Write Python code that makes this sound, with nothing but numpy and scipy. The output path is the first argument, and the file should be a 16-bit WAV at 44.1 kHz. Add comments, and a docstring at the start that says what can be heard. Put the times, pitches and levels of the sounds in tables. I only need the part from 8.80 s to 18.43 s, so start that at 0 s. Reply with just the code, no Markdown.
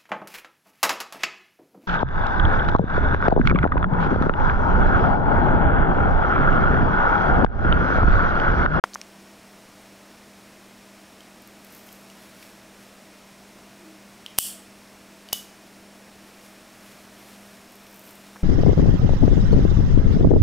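"""A heavy metal lighter is lifted off velvet, snapped open, let shut and set down in a quiet room.
Its lever and cap hit their stops, so the case clatters and the cap rings; the wheel scrapes the flint.
Fingers stick and slip on the ribbed case, the cloth rustles and an appliance hums.
A camera's button knocks at the start. The camera's automatic volume dips under each loud snap,
so the room's echo swells up behind it."""
import sys
import numpy as np
from scipy import signal
from scipy.fft import rfft, irfft
from scipy.io import wavfile

SR = 44100
rng = np.random.default_rng(int(sys.argv[2]) if len(sys.argv) > 2 else 0)


def log_audio(samples):
    """Write samples as a 16-bit WAV file to the path given in sys.argv[1]."""
    # one column per channel
    frames = np.atleast_2d(samples).T
    # limit to full scale, then quantise
    limited = np.clip(frames, -1, 1)
    pcm = np.round(limited * 32767).astype(np.int16)
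    wavfile.write(sys.argv[1], SR, pcm)


N = 424683
TIME = np.arange(N) / SR


def from_db(db):
    return 10 ** (np.asarray(db) / 20)


def unit_power(x):
    return x / np.sqrt(np.mean(x ** 2) + 1e-20)


def at_pitch(table, hz):
    """Read between the rows of a (pitch, value) table."""
    pitches, values = np.transpose(table)
    return np.interp(np.log(hz), np.log(pitches), values)


def add(track, start_s, sound):
    """Lay a sound into a track."""
    i = int(np.clip(round(start_s * SR), 0, N - 1))
    track[i:i + len(sound)] += sound[:N - i]


def drift(turns_per_s):
    """A random wander around zero, about 1 in size."""
    points = rng.standard_normal(int(N / SR * turns_per_s) + 2)
    return unit_power(np.interp(TIME * turns_per_s, np.arange(len(points)), points))


def colour(x, tone, tilt_db=0, tilt_from_hz=2970, size=4096):
    """Filter a sound by a tone table, tilting the treble by tilt_db per octave; hiss keeps its power."""
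    hz = np.maximum(np.arange(size // 2 + 1) * SR / size, 1)
    octaves_up = np.log2(np.maximum(hz / tilt_from_hz, 1))
    gain = unit_power(from_db(at_pitch(tone, hz) + tilt_db * octaves_up))
    # Build the filter so that it rings only after a hit, never before.
    cepstrum = irfft(np.log(gain))
    one_sided = np.r_[cepstrum[0], 2 * cepstrum[1:size // 2]]
    return signal.fftconvolve(x, irfft(np.exp(rfft(one_sided, size))))[:len(x)]


def ring(hz, fade_s, size=16384):
    """One struck note. Here and below, fade_s is the time to die away by 60 dB."""
    return np.sin(2 * np.pi * hz * TIME[:size]) * from_db(-60 * TIME[:size] / fade_s)


def clatter(fade_s, size=4096):
    """A short, dense burst, about equally strong at every pitch."""
    fade = from_db(-60 * TIME[:size] / fade_s)
    phases = np.angle(rfft(rng.standard_normal(size) * fade))
    burst = irfft(np.exp(1j * phases)) * fade ** (1 / 4)
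    return burst * np.linalg.norm(fade) / np.linalg.norm(burst)


def swell(middle_s, level_db, length_s, edge_db=-9):
    """The loudness of one hand stroke: it rises to its middle, then falls."""
    return from_db(level_db + np.maximum(edge_db * np.abs(TIME - middle_s) / (length_s / 2), -100))


# The tone of the room's hiss: pitch_hz, gain_db
HISS_TONE = [(20, -7.5), (60, -3.5), (140, -4), (180, 2.5), (330, 1.5), (440, 0), (660, -0.5), (850, -2.5),
             (1600, -5), (2500, -6), (3100, -9.5), (6000, -12), (10000, -16), (15800, -21.5)]
# An appliance's hum and thin electric whine: pitch_hz, level_db
HUM_NOTES = [(120, -72), (198.8, -56), (240.2, -65.5), (297, -71), (319, -65.5), (399, -75), (618, -67.5),
             (638, -70.5), (662, -67.5), (711, -73.5), (2488, -75.5), (5276, -76), (5335, -80), (5453, -76),
             (5512, -74), (5749, -79.5), (7875, -80), (9125, -75.5)]


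def hiss_and_hum(hiss_db=-50.5, flutter_db=1.5, wander_hz=1.175):
    """An appliance hums, wavering a little, over an even hiss."""
    out = from_db(hiss_db) * colour(rng.standard_normal(N), HISS_TONE)
    for hz, level_db in HUM_NOTES:
        phase = 2 * np.pi * np.cumsum(hz + wander_hz * drift(9)) / SR
        out += np.sqrt(2) * from_db(level_db + flutter_db * drift(7)) * np.sin(phase)
    return out


def plastic_ping(hz, fade_s, width_octaves, grit_db=-15):
    """Knocked plastic gives a short, gritty ping around its own pitch."""
    knock = ring(hz, fade_s, size=4096) + from_db(grit_db) * clatter(4.8 * fade_s)
    edges_hz = np.clip(hz * 2 ** (np.array([-.5, .5]) * width_octaves), 20, .45 * SR)
    return signal.sosfilt(signal.butter(2, edges_hz, "band", fs=SR, output="sos"), knock)


# The notes of the camera's plastic shell: pitch_hz, level_db, fade_s
SHELL_NOTES = [(575, -8.5, .005), (1050, 4.5, 0.004), (1350, -14.5, 0.016), (3450, -20, .006),
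               (4950, -28, 0.014), (6200, -21, 0.0058), (9400, -39, 0.0041)]
# Small plastic parts ticking: start_s, level_db, pitch_hz
PLASTIC_TICKS = [(0.1353, -26, 4400), (0.143, -20.5, 6200), (.1488, -21, 5760), (.149, -32, 13100),
                 (.1573, -12, 1210), (.2149, -25, 2480), (0.2146, -21.5, 5660), (9.5594, -26.5, 1080),
                 (9.566, -30, 1700)]


def camera(button_s=.0397):
    """The button springs back against the shell, then small parts tick under the fingers."""
    out = np.zeros(N)
    for hz, level_db, fade_s in SHELL_NOTES:
        add(out, button_s, from_db(level_db) * plastic_ping(hz, fade_s, width_octaves=1.87))
    for start_s, level_db, hz in PLASTIC_TICKS:
        add(out, start_s, from_db(level_db) * plastic_ping(hz, fade_s=0.0039, width_octaves=1.6))
    return out


def grains(per_s, spread_db):
    """Rubbing is made of tiny slips of uneven size at random moments."""
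    sizes = from_db(spread_db * np.minimum(rng.exponential(1, N), 4))
    signs = rng.choice([-1, 1], N)
    return unit_power(sizes * signs * (rng.random(N) < per_s / SR))


# Strokes over the velvet: middle_s, level_db, length_s
VELVET_STROKES = [(1.03, -61, .14), (2.956, -55.5, 0.18), (3.13, -56, 0.12), (3.426, -54, 0.31),
                  (3.635, -52, .18), (4.03, -56, .09), (7.48, -59, .14), (7.66, -53.5, .16),
                  (8.103, -53.5, 0.4), (8.488, -52.5, 0.33), (8.72, -56.5, 0.36), (9.283, -54.5, .14),
                  (9.48, -56.5, 0.45)]
# The tone of the rustle: pitch_hz, gain_db
VELVET_TONE = [(150, -5), (600, 4.5), (2400, 4), (4000, 0), (8000, -2.5), (12000, -1.5), (16000, -9)]


def velvet_rustle():
    """Hand and lighter brush the cloth with a soft, fine rustle."""
    loudness = np.sqrt(sum(swell(*stroke) ** 2 for stroke in VELVET_STROKES))
    return colour(loudness * grains(7000, spread_db=4.5), VELVET_TONE)


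def strike(fade_s, shiver_db=-19, shiver_fade_s=0.04):
    """A hard crack, then the case shivers on until the hand has stilled it."""
    return clatter(fade_s) + from_db(shiver_db) * clatter(shiver_fade_s)


# Fingers tap the case as they take hold: start_s, level_db, pitch_hz
FINGER_TAPS = [(2.406, -44, 3100), (3.089, -41.5, 3130), (3.300, -41.5, 2890), (3.627, -40.5, 2350),
               (9.068, -46, 2400)]
# Lever and cap hit their stops, opening and then shutting (cap_db and part_db add to level_db):
# start_s, level_db, fade_s, tilt_db_per_octave, cap_db, part_pitch_hz, part_db
SNAP_HITS = [(5.4623, -29.5, 0.0095, -12, -45, 3200, 1), (5.4624, -46, 0.0062, -3, -45, 4020, 12),
             (5.5803, -32, .02, -3, -27, 7800, -8), (5.5828, -34, 0.012, -10, -8, 2930, 13.5),
             (5.5862, -5, 0.0075, 0.5, -17.5, 5570, -7), (5.6, -14, 0.0043, 3.5, -29, 5170, -9),
             (6.4877, -36.5, .009, -10, -13, 4550, -1), (6.5274, -25, .005, -5, -24, 2920, 6),
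             (6.53, -7.5, .008, -0.9, -16, 2950, -5.5)]
# The notes the cap rings with: pitch_hz, level_db, fade_s
CAP_NOTES = [(2970, -12, 0.12), (2970, 7.5, 0.039), (3010, -8.5, 0.18), (3480, -13, .1), (3800, -17, .11)]
# The tone of the metal case: pitch_hz, gain_db
CASE_TONE = [(200, -17), (800, -17), (1600, -16), (2300, -19.5), (2950, 0.5), (4100, -5.5), (5000, 1),
             (6300, 0.5), (7300, -1.5), (8900, -4.5), (10600, 3), (12400, -3.5), (13700, 6), (15800, -11)]
# The wheel scrapes the flint as the lever hits its stop: start_s, level_db, fade_s
FLINT_SCRAPES = [(5.5868, 4, 0.011)]
# The tone of that scrape: pitch_hz, gain_db
FLINT_TONE = [(200, -45), (1500, -28), (2400, -15), (3000, -1), (4100, -11.5), (5000, -1), (5900, -11),
              (6800, -4), (7900, 0.5), (9500, -1.5), (11500, -2), (13500, -2), (15800, -9)]


def lighter(tap_fade_s=0.014, tap_tilt_db=-8, tap_cap_db=-18, tap_part_db=-1):
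    """Each hit rattles the case, pings the struck part and rings the cap; the flint scrapes once."""
    out = np.zeros(N)
    cap_ring = sum((-1) ** k * from_db(level_db) * ring(hz, fade_s)
                   for k, (hz, level_db, fade_s) in enumerate(CAP_NOTES))
    taps = [(start_s, level_db, tap_fade_s, tap_tilt_db, tap_cap_db, hz, tap_part_db)
            for start_s, level_db, hz in FINGER_TAPS]
    for start_s, level_db, fade_s, tilt_db, cap_db, part_hz, part_db in taps + SNAP_HITS:
        add(out, start_s, from_db(level_db) * colour(strike(fade_s), CASE_TONE, tilt_db))
        add(out, start_s, from_db(level_db + part_db) * ring(part_hz, 1.23 * fade_s))
        add(out, start_s, from_db(level_db + cap_db) * cap_ring)
    for start_s, level_db, fade_s in FLINT_SCRAPES:
        add(out, start_s, from_db(level_db) * colour(strike(fade_s), FLINT_TONE))
    return out


# Fingers slide over the ribbed case: middle_s, level_db, length_s
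FINGER_SLIDES = [(2.948, -50, 0.08), (3.12, -56, .25), (3.61, -62, .12), (8.93, -62, .14),
                 (9.125, -55, .15), (9.275, -50, .15)]
# The sharpest catches of skin on the ribs: start_s, level_db
SKIN_CATCHES = [(2.6204, -42), (2.6743, -37), (2.8469, -37), (2.8674, -43), (3.0704, -39), (3.1274, -34),
                (8.3923, -46), (8.9216, -41), (8.9555, -39), (9.3546, -38)]
# The tone of skin on metal: pitch_hz, gain_db
SKIN_TONE = [(1000, -30), (6000, -8), (10000, -6), (12000, -1), (13500, 4), (15000, -1), (16000, -11)]


def finger_rub(slips_per_s=70, slip_fall_db=22, slide_gain_db=-3, catch_gain_db=-6.5):
    """Skin sticks and slips on the ribbed metal with a high crackle."""
    pressure = sum(swell(*stroke) for stroke in FINGER_SLIDES)
    slip_rate = slips_per_s * np.exp(.35 * drift(60))
    slip_progress = np.cumsum(slip_rate) / SR % 1   # runs from 0 to 1 during each slip
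    judder = from_db(0.5 * drift(130) - slip_fall_db * slip_progress)
    crackle = pressure * from_db(slide_gain_db) * unit_power(judder * grains(2400, spread_db=3.5))
    for start_s, level_db in SKIN_CATCHES:
        add(crackle, start_s, from_db(level_db + catch_gain_db) * clatter(fade_s=0.019))
    return colour(crackle, SKIN_TONE)


def lever_groan(middle_s=5.08, length_s=0.121, level_db=-44.5, from_hz=360, to_hz=308, sink_s=0.039):
    """The thumb presses the lever: a faint, shaky groan whose pitch sinks and settles."""
    start_s = middle_s - length_s / 2
    hz = np.interp(TIME, [start_s, start_s + sink_s], [from_hz, to_hz])
    phase = 2 * np.pi * np.cumsum(hz * (1 + 0.036 * drift(90))) / SR
    weak_octave = from_db(-11) * np.sin(2 * phase)
    return swell(middle_s, level_db, length_s) * (np.sin(phase) + weak_octave)


# The opening thud, then the quieter, higher shutting one: start_s, level_db, tilt_db_per_octave
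SNAP_THUDS = [(5.5866, -16.5, 0), (6.5299, -37.5, 4)]
# The low notes of a thud: pitch_hz, level_db, fade_s
THUD_NOTES = [(70, -0.5, 0.0036), (477, -8.5, 0.0069), (884, 6.5, 0.0038)]


def snap_thud():
    """A dull, low thud sounds under each loud, overloaded snap."""
    out = np.zeros(N)
    lowest_hz = THUD_NOTES[0][0]
    for start_s, thud_db, tilt_db in SNAP_THUDS:
        for k, (hz, level_db, fade_s) in enumerate(THUD_NOTES):
            note = ring(hz, fade_s)
            gain = from_db(thud_db + level_db + tilt_db * np.log2(hz / lowest_hz))
            add(out, start_s, (-1) ** k * gain * note / np.max(note))
    return out


# How long the room echoes: pitch_hz, fade_s
ECHO_FADES = [(300, 0.21), (3000, 0.43), (5000, 0.38), (8500, 0.41), (12000, 0.32), (16000, 0.29)]


def room_echo(x, level_db=-10.5, gap_s=0.0017, build_s=0.008, bands=20, size=32768):
    """Echoes build up after a short gap and last longest near 3 kHz; lows and top treble die sooner."""
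    t = TIME[:size]
    hz = np.arange(size // 2 + 1) * SR / size
    edges_hz = np.linspace(0, SR / 2, bands + 1)
    noise_spectrum = rfft(rng.standard_normal(size))
    tail = np.zeros(size)
    for low, high in zip(edges_hz, edges_hz[1:]):
        band = irfft(noise_spectrum * (hz >= low) * (hz < high))
        tail += band * from_db(-60 * t / at_pitch(ECHO_FADES, (low + high) / 2))
    tail *= 1 - np.exp(-np.maximum(t - gap_s, 0) / build_s)
    return from_db(level_db) * signal.fftconvolve(x, tail / np.linalg.norm(tail))[:N]


def scene():
    """One microphone, the same in both ears; the camera is too close to it to echo."""
    handling = lighter() + finger_rub() + velvet_rustle()
    mono = handling + room_echo(handling) + snap_thud() + lever_groan() + camera() + hiss_and_hum()
    return np.array([mono, mono])


def cut_treble(x, cutoff_hz=15850):
    """A steep filter takes away the very highest pitches."""
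    return signal.oaconvolve(x, signal.firwin(255, cutoff_hz, fs=SR)[None], mode="same", axes=1)


def smooth(x, lag_s):
    """Follow a signal a little late, evening out quick changes."""
    carry = np.exp(-1 / (lag_s * SR))
    return signal.lfilter([1 - carry], [1, -carry], x)


def automatic_volume(x, limit_db=-12, recover_db_per_s=150, sense_s=0.0016, react_s=0.00046):
    """Loud peaks pull the volume down a moment late; it climbs back at a steady rate."""
    awake = TIME > .1
    level_db = 10 * np.log10(smooth(awake * x[0] ** 2, sense_s) + 1e-12)
    excess_db = np.maximum(level_db - limit_db, 0)
    climb_db = recover_db_per_s * TIME
    dip_db = np.maximum.accumulate(excess_db + climb_db) - climb_db
    return x * from_db(-smooth(dip_db, react_s))


def record(dry, switch_on_s=.038, ceiling=.71):
    """The microphone switches on, the volume dips at each snap and the first peaks are squashed."""
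    heard = cut_treble(dry * (TIME > switch_on_s))
    squashed = ceiling * np.tanh(automatic_volume(heard) / ceiling)
    return cut_treble(squashed)


dry = scene()
out = record(dry)
log_audio(out)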